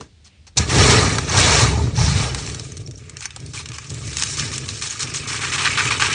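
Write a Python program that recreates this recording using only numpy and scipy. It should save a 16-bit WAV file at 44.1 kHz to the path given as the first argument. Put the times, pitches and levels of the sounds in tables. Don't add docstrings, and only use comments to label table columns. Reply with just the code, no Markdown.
import sys
import numpy as np
from scipy import signal
from scipy.io import wavfile
from scipy.ndimage import uniform_filter1d

SR = 44100
rng = np.random.default_rng(int(sys.argv[2]) if len(sys.argv) > 2 else 0)


def wrap_up_sound(samples):
    columns = np.atleast_2d(samples).T
    tamed = np.clip(columns, -1, 1)
    steps = np.round(tamed * 32767).astype(np.int16)
    wavfile.write(sys.argv[1], SR, steps)


N = 270758
TIME = np.arange(N) / SR


def from_db(db):
    return 10 ** (np.asarray(db) / 20)


def unit(x):
    return x / np.sqrt(np.mean(x ** 2) + 1e-20)


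def steady(x, seconds):
    power = abs(uniform_filter1d(x ** 2, max(int(seconds * SR), 8)))
    return x / np.sqrt(power + 1e-9)


def curves(table):
    times, *columns = np.transpose(table)
    return np.array([np.interp(TIME, times, column) for column in columns])


def gain_curves(table, onset_s=0.21):
    fade_in = np.clip((TIME - table[0][0]) / onset_s + 1, 0, 1)
    return from_db(curves(table)) * fade_in


def add(mix, start, sound):
    part = mix[..., max(round(start * SR), 0):][..., :sound.shape[-1]]
    part += sound[..., :part.shape[-1]]


def colour(x, spectrum, peaks=(), size=8192):
    hz = np.abs(np.fft.fftfreq(size, 1 / SR))
    points_hz, points_db = np.transpose(spectrum)
    db = np.interp(np.log(hz + 1), np.log(points_hz), points_db)
    octaves_outside = np.log2(np.maximum(hz / points_hz[-1], 1) * np.maximum(points_hz[0] / (hz + 5), 1))
    db -= 30 * octaves_outside
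    db += sum(boost / (1 + (2 * (hz - centre) / width) ** 2) for centre, width, boost in peaks)
    log_gain = np.log(from_db(np.maximum(db, -90)))
    response = np.exp(np.conj(signal.hilbert(log_gain)))
    ring = np.fft.ifft(response).real[:size // 2]
    return signal.oaconvolve(x, ring / np.linalg.norm(ring))[:N]


def low_pass(x, hz):
    taps = signal.firwin(511, hz, window=("kaiser", 8), fs=SR)
    return signal.oaconvolve(x, taps[None], "same")


def bumps(per_s, spread_db):
    sizes = from_db(spread_db * np.minimum(rng.exponential(1, N), 4))
    return sizes * (rng.random(N) < per_s / SR)


def contacts(per_s, spread_db, ring_s, count=40000, size=200):
    when, chance, force, decay, *pitches = rng.random((count, 6)).T
    at = (when * N).astype(int)
    sounding = chance < (per_s * np.ones(N))[at] * N / SR / count
    strength = np.minimum(-np.log(1 - force), 4)
    gain = from_db((spread_db * np.ones(N))[at] * strength)[sounding, None]
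    t = TIME[:size]
    ring = sum(np.cos(2 * np.pi * (pitch[sounding, None] * SR / 4) * t) for pitch in pitches)
    ring *= gain * np.exp(-t / (ring_s * (.5 + decay[sounding, None])))
    samples = at[sounding, None] + np.arange(size)
    return np.bincount(samples.ravel(), ring.ravel(), N + size)[:N]


# frequency in Hz, relative level in dB.
ROOM_SPECTRUM = [(25, -17), (70, 8.5), (150, -6), (300, -16), (1000, -29), (4000, -23.5), (9600, -35.5)]

def room_tone():
    return from_db(-50.5) * colour(rng.standard_normal(N), ROOM_SPECTRUM)


# start in seconds, relative level in dB, pitch in Hz.
JOLTS = [(0.592, -13, 81.7), (0.765, -8, 126), (0.785, -6, 85), (0.924, -11, 79.4), (0.949, -12, 119),
         (1.36, -11, 104), (1.618, -5, 120), (1.755, -17, 113), (1.835, -11.5, 116.5), (2, -15.5, 148),
         (2.059, -10, 108), (2.158, -13, 91), (2.314, -18, 129), (2.488, -22, 77.4), (2.79, -22.5, 114),
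         (2.877, -22.5, 130), (3.43, -26, 105), (3.693, -25.5, 121), (3.91, -22, 120), (4.049, -22, 112),
         (4.398, -23.5, 144), (4.611, -22, 126), (4.717, -21, 103), (5.038, -20, 126), (5.85, -17, 118)]

def thuds(rise_s=0.013, level_db=-4, overtone_ratio=2.56, overtone_db=-15):
    out, t = np.zeros(N), TIME[:6000]
    swell = t / rise_s * np.exp(1 - t / rise_s)
    for start, db, hz in JOLTS:
        angle = 2 * np.pi * hz * t
        overtone = from_db(overtone_db) * swell ** 2 * np.sin(overtone_ratio * angle)
        add(out, start, from_db(db + level_db) * (swell * np.sin(angle) + overtone))
    return out


# start, rise and hold in seconds, the pellets' fade in dB per second,
# then relative levels in dB for crackle, patter, wall boom and air drone.
SHOVES = [(0.0, 0.0027, 0.0025, 346, -41.5, -44, -40, -38),
          (0.558, 0.036, 0.0078, 182, -24.5, -26, -20.5, -30),
          (0.651, 0.14, 0.16, 56, -15.5, -17, -15.5, -19.5), (1.252, 0.15, 0.21, 138, -15, -17, -20, -26.5),
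          (1.641, 0.024, 0.18, 102, -34.5, -36.5, -19, -29), (1.935, 0.056, .115, 105, -24, -28, -16, -38),
          (2.127, 0.039, 0.069, 115, -24, -25, -26, -33.5), (2.34, 0.014, 0.14, 60, -32.5, -37, -33.5, -39)]

def shoves(wall_fade_share=0.64, air_fade_share=0.8):
    power = np.zeros((4, N))
    share = np.array([[1], [1], [wall_fade_share], [air_fade_share]])
    t = TIME[:2 * SR]
    for start, rise, hold, fade, *db in SHOVES:
        faded_db = share * fade * np.maximum(t - rise - hold, 0)
        gain = np.minimum(t / rise, 1) * from_db(np.array(db)[:, None] - faded_db)
        add(power, start, gain ** 2)
    return np.sqrt(power)


# frequency in Hz, relative level in dB.
BOOM_BURIED = [(20, -23.5), (42, -27), (62, -1), (80, 0.5), (98, -1), (120, 0.5), (150, -4.5), (185, -10.5),
               (260, -31), (500, -62)]
BOOM_RAISED = [(20, -46), (42, -25), (62, -5), (80, 3.5), (110, 3.5), (145, 4.5), (190, -16), (260, -20.5),
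               (500, -30)]
AIR_DRONE = [(130, -19), (220, 2), (300, 1.5), (355, -2), (425, 4), (520, -8), (650, -9), (1000, -28.5)]
# time in seconds, relative boom and drone levels in dB.
HANDLING = [(2.55, -35.5, -44), (3.17, -42, -50), (3.31, -49, -64), (3.43, -34, -44.5),
            (3.85, -42.5, -52.5), (3.92, -31.5, -42.5), (4.34, -36, -43), (4.42, -30.5, -36.5),
            (4.98, -43, -48), (5.01, -37, -41.5), (6.12, -31.5, -34.5), (6.14, -34, -38)]

def bin_rumble(lift, push, boom_db=0.5, drone_db=-1.5, jolt_db=-19, jolt_s=0.0081):
    handling = gain_curves(HANDLING) * from_db([[boom_db], [drone_db]])
    boom_gain, drone_gain = np.hypot(push, handling)
    jolts, t = np.zeros(N), TIME[:SR // 4]
    for start, db, _ in JOLTS:
        add(jolts, start, from_db(db + jolt_db) * t / jolt_s * np.exp(1 - t / jolt_s))
    wall_kicks = bumps(300, spread_db=0.5) * rng.standard_normal(N)
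    boom = colour(wall_kicks * (1 - lift), BOOM_BURIED) + colour(wall_kicks * lift, BOOM_RAISED)
    air_kicks = bumps(600, spread_db=0.5) * rng.standard_normal(N)
    drone = steady(colour(air_kicks, AIR_DRONE), seconds=0.056)
    return boom_gain * steady(boom, seconds=.05) + np.hypot(drone_gain, jolts) * drone


# start and length in seconds, pitch and resonance width in Hz, level in dB.
SCRAPES_AND_KNOCKS = [(0.204, 0.23, 2700, 1500, -64), (0.909, .055, 427, 40, -20),
                      (1.07, 0.31, 2450, 348, -47), (1.183, 0.0087, 1410, 710, -20.5),
                      (1.288, 0.019, 6200, 810, -26), (1.676, 0.16, 856, 129, -34),
                      (1.941, 0.17, 5640, 990, -30), (1.967, 0.07, 884, 180, -31.5),
                      (2.861, 0.0092, 5580, 220, -37), (2.955, 0.0079, 5600, 251, -40),
                      (3.18, 0.043, 6800, 1500, -44), (3.359, 0.02, 600, 900, -44),
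                      (4.9, 0.016, 6700, 496, -27.5), (5.153, 0.022, 6360, 503, -28)]

def scrapes_and_knocks():
    out = np.zeros(N)
    for start, length, hz, width, db in SCRAPES_AND_KNOCKS:
        n = int(length * SR)
        pole = np.exp((2j * hz - width) * np.pi / SR)
        noise = rng.standard_normal(SR // 2)
        ring = signal.lfilter([1], np.poly([pole, pole]), noise)[-n:].real
        add(out, start, from_db(db) * unit(ring * signal.windows.tukey(n, .6)))
    return out


# frequency in Hz, relative level in dB.
STRIKE_SPECTRUM = [(300, -29), (850, -4), (1200, -21), (2500, -3), (3080, -21), (3700, 0), (4400, 0),
                   (4800, -5), (6000, 4), (6450, -5), (7100, 0), (8200, -8), (9600, -14)]

def cup_strike(crash_db=-14, tail_db=-15, tail_s=0.02, ring_db=-28, ring_hz=6020, ring_s=.14):
    start, rise_s, length_s, fall_s = .5702, .002, .0165, .002
    t = np.maximum(TIME - start, 0)
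    after = np.maximum(t - length_s, 0)
    settling = np.maximum(np.exp(-after / fall_s), from_db(tail_db) * np.exp(-after / tail_s))
    shape = np.minimum(t / rise_s, 1) * settling
    grains = steady(contacts(6800, spread_db=4.0, ring_s=0.00046), seconds=0.0025)
    ring = from_db(ring_db - 60 * t / ring_s) * np.sin(2 * np.pi * ring_hz * t)
    return from_db(crash_db) * colour(grains * shape, STRIKE_SPECTRUM) + ring


# start in seconds, relative crackle and patter levels in dB, pitch in Hz.
SNAPS = [(0.009, -34, -32.5, 1200), (1.183, -15, -20, 1500), (2.346, -17, -26, 1530),
         (2.463, -26, -35, 5870), (2.474, -31, -27, 6600), (2.498, -26, -31, 4260),
         (2.545, -21.5, -32, 4470), (2.595, -23.5, -32, 5460), (2.719, -32.5, -40, 6470),
         (2.768, -31, -37, 5740), (2.775, -29.5, -40, 8400), (2.873, -35, -43, 5500),
         (2.91, -36, -45, 6100), (3.095, -30.5, -40, 7760), (3.168, -28, -32.5, 6000),
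         (3.206, -30, -34, 6200), (3.223, -25, -37, 2200), (3.255, -21, -23, 6260),
         (3.305, -33, -34.5, 3100), (3.361, -27.5, -35, 8400), (3.401, -36, -61, 6100),
         (3.461, -32, -53, 8800), (3.657, -27.5, -33, 3780), (3.687, -28, -38, 5600),
         (3.717, -33, -32, 5900), (3.783, -27, -26, 6100), (3.843, -35, -43, 3300), (3.902, -26, -50, 7150),
         (3.943, -31, -54, 8350), (4.168, -16, -23, 6200), (4.222, -16.5, -19.5, 6350),
         (4.234, -14, -22, 3980), (4.395, -18.5, -25, 6060), (4.579, -19, -28, 7950),
         (4.688, -21, -30, 4500), (4.821, -23, -28, 4420), (5.004, -23, -42, 6000),
         (5.029, -19.5, -27, 6060), (5.145, -25, -24.5, 6200), (5.473, -30, -25, 2400),
         (5.852, -25, -22, 1790), (6.021, -19, -8.5, 1090)]

def snaps(rise_s=0.0013, fall_s=0.0018, level_db=5, tone_db=-3, width_hz=1100):
    out, t = np.zeros((2, N)), TIME[:900]
    shape = (1 - np.exp(-(t / rise_s) ** 2)) * np.exp(-np.maximum(t - rise_s, 0) / fall_s)
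    for start, crackle_db, patter_db, hz in SNAPS:
        chatter = rng.standard_normal(len(t))
        pole = np.exp((2j * hz - width_hz) * np.pi / SR)
        ring = .5 * unit(signal.lfilter([1], [1, -pole], chatter).real)
        snap = steady(chatter + from_db(tone_db) * ring, seconds=0.0045)
        gains = from_db(np.array([[crackle_db], [patter_db]]) + level_db)
        add(out, start, gains * shape * snap)
    return out


# start and length in seconds, relative crackle and patter levels in dB.
CLUMPS = [(0.243, 0.033, -48, -57), (0.466, 0.012, -44, -48), (0.691, 0.025, -24.5, -24),
          (0.897, 0.022, -14.5, -21), (1.118, 0.029, -31, -29), (1.368, 0.044, -15.5, -37),
          (2.376, .02, -29.5, -34), (2.633, 0.022, -41, -48), (2.794, 0.022, -44, -52),
          (2.972, 0.014, -44, -75), (3.215, 0.034, -36.5, -38), (3.533, 0.075, -32, -36.5),
          (3.729, 0.035, -37, -40), (3.894, 0.0091, -34, -61), (4.18, 0.044, -25, -32.5),
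          (4.368, 0.032, -26.5, -35), (4.515, 0.048, -29.5, -36), (4.678, .025, -33, -42),
          (4.812, 0.065, -26.5, -34.5), (4.893, 0.039, -31.5, -44), (4.993, 0.04, -23.5, -33),
          (5.137, 0.046, -26.5, -38), (5.272, 0.094, -28.5, -31), (5.408, 0.047, -30.5, -25),
          (5.519, 0.043, -25.5, -23.5), (5.577, 0.077, -29.5, -22), (5.647, 0.026, -28, -15.5),
          (5.771, 0.033, -27, -15.5), (5.904, 0.018, -39, -17), (5.996, 0.074, -23, -19.5)]

def clumps(rise_s=0.0027, fall_s=0.01, level_db=-3):
    gains = np.zeros((2, N))
    for start, length, *db in CLUMPS:
        t = TIME[:int((length + .04) * SR)]
        shape = np.minimum(t / rise_s, 1) * np.exp(-np.maximum(t - length, 0) / fall_s)
        add(gains, start, from_db(np.add(db, level_db))[:, None] * shape)
    return gains * steady(contacts(2400, spread_db=1.0, ring_s=0.00083), seconds=0.027)


# time in seconds, relative crackle and patter levels in dB.
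TRICKLE = [(2.65, -45, -57), (2.84, -62.5, -82), (2.99, -52.5, -53.5), (3.27, -57, -48.5),
           (3.53, -44, -54.5), (3.67, -49, -49), (4.03, -37.5, -44), (4.32, -27.5, -36.5),
           (4.43, -29.5, -33.5), (4.6, -37.5, -42.5), (4.76, -34, -43), (4.93, -34.5, -39),
           (5.26, -36, -35.5), (5.52, -28.5, -28), (5.71, -27.5, -28.5), (5.89, -25.5, -24),
           (6.04, -33, -32.5), (6.14, -23.5, -19.5)]

def trickle(dip_db=-7, jam_s=0.016):
    stuck = np.zeros(N)
    jam = signal.windows.tukey(int(jam_s * SR), .5)
    for start, *_ in CLUMPS:
        add(stuck, start - jam_s, jam)
    return gain_curves(TRICKLE) * from_db(dip_db * stuck)


def strays(flow, per_s=45, level_db=-1, rise_s=0.0013):
    t = TIME[:400]
    shape = t / rise_s * np.exp(1 - t / rise_s)
    clicks = signal.oaconvolve(bumps(per_s, spread_db=1.0), shape)[:N]
    return flow * from_db(level_db) * clicks * rng.standard_normal(N)


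def stream(lift, grind, flow, dig_per_s=3600, spill_per_s=1900, grind_db=-3):
    per_s = dig_per_s + lift * (spill_per_s - dig_per_s)
    grains = steady(contacts(per_s, spread_db=3.5 + 0.16 * lift, ring_s=0.00054), seconds=.025)
    spill = flow * from_db([[-2.5], [-1.5]])
    return grains * np.hypot(from_db(grind_db) * grind, spill)


# frequency in Hz, relative level in dB.
CRACKLE_BURIED = [(1800, -18.5), (3000, -8), (4200, -2), (4800, -5.5), (5600, -4), (7200, -8), (8400, -11),
                  (9600, -15.5)]
PATTER_BURIED = [(400, -5), (620, -5), (850, 0), (1050, -1.5), (1500, -0.5), (2400, -3), (3100, -9.5),
                 (4500, -12.5)]
CRACKLE_RAISED = [(1800, -33.5), (3000, -8), (4350, -1.5), (4780, -3.5), (5200, 1.5), (6300, 0.5),
                  (7400, -0.5), (8500, -3.5), (9600, -8)]
PATTER_RAISED = [(400, -25), (720, -17.5), (860, -5.5), (1020, -4), (1200, 0.5), (1400, -2), (1600, 2.5),
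                 (1950, -1.5), (2450, 3), (3100, -4.5), (4500, -12)]
# centre and width in Hz, boost in dB.
RESONANCES = [(842, 50, 3.5), (1181, 61, 5), (1600, 45, -1), (1920, 23, 3), (2260, 50, 4), (2434, 53, 0),
              (3850, 43, 4.5), (4220, 60, 4), (4500, 70, 8.5), (4615, 156, -6.5), (5500, 25, 5),
              (6100, 90, 3), (7200, 60, 5)]

def bin_colour(pellets, lift):
    crackle, patter = pellets
    buried = colour(crackle, CRACKLE_BURIED, RESONANCES) + colour(patter, PATTER_BURIED, RESONANCES)
    raised = colour(crackle, CRACKLE_RAISED, RESONANCES) + colour(patter, PATTER_RAISED, RESONANCES)
    return from_db(-0.5) * (1 - lift) * buried + from_db(-0.96) * lift * raised


def echoes(x, fade_s, wet_db, places=7, echoes_per_s=3000):
    t = TIME[:SR // 3]
    place = np.repeat(rng.integers(0, places, N // 400 + 1), 400)[:N]
    tail = np.zeros(N)
    for k in range(places):
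        signs = rng.choice([-1, 1], len(t))
        arrivals = (rng.random(len(t)) < echoes_per_s / SR) * (t > .0015)
        taps = signs * arrivals * from_db(-60 * t / fade_s)
        share = np.sqrt(abs(uniform_filter1d((place == k) * 1., size=128)))
        tail += signal.oaconvolve(x * share, taps / np.linalg.norm(taps))[:N]
    wet = from_db(wet_db)
    return (x + wet * tail) / np.sqrt(1 + wet ** 2)


# time in seconds, height from 0 (buried) to 1 (above the heap).
CUP_HEIGHT = [(2.25, 0.0083), (2.9, 1)]

def scene():
    lift = np.clip(curves(CUP_HEIGHT)[0], 0, 1)
    grind, push = np.split(shoves(), 2)
    flow = trickle()
    deep = echoes(bin_colour(stream(lift, grind, flow), lift), fade_s=0.1, wet_db=2)
    at_cup = bin_colour(clumps() + snaps() + strays(flow), lift) + cup_strike()
    near = echoes(at_cup, fade_s=0.04, wet_db=-8)
    scooping = echoes(deep + near + scrapes_and_knocks(), fade_s=.25, wet_db=-21, places=2)
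    return (room_tone() + thuds() + bin_rumble(lift, push) + scooping)[None]


def record(dry, ceiling=.85, treble_hz=9680, treble_db=-27, cutoff_hz=10864):
    rounded = dry / (1 + (dry / ceiling) ** 6) ** (1 / 6)
    treble_gain = from_db(treble_db)
    softened = (1 - treble_gain) * low_pass(rounded, treble_hz) + treble_gain * rounded
    return low_pass(softened, cutoff_hz)


dry = scene()
out = record(dry)
wrap_up_sound(out)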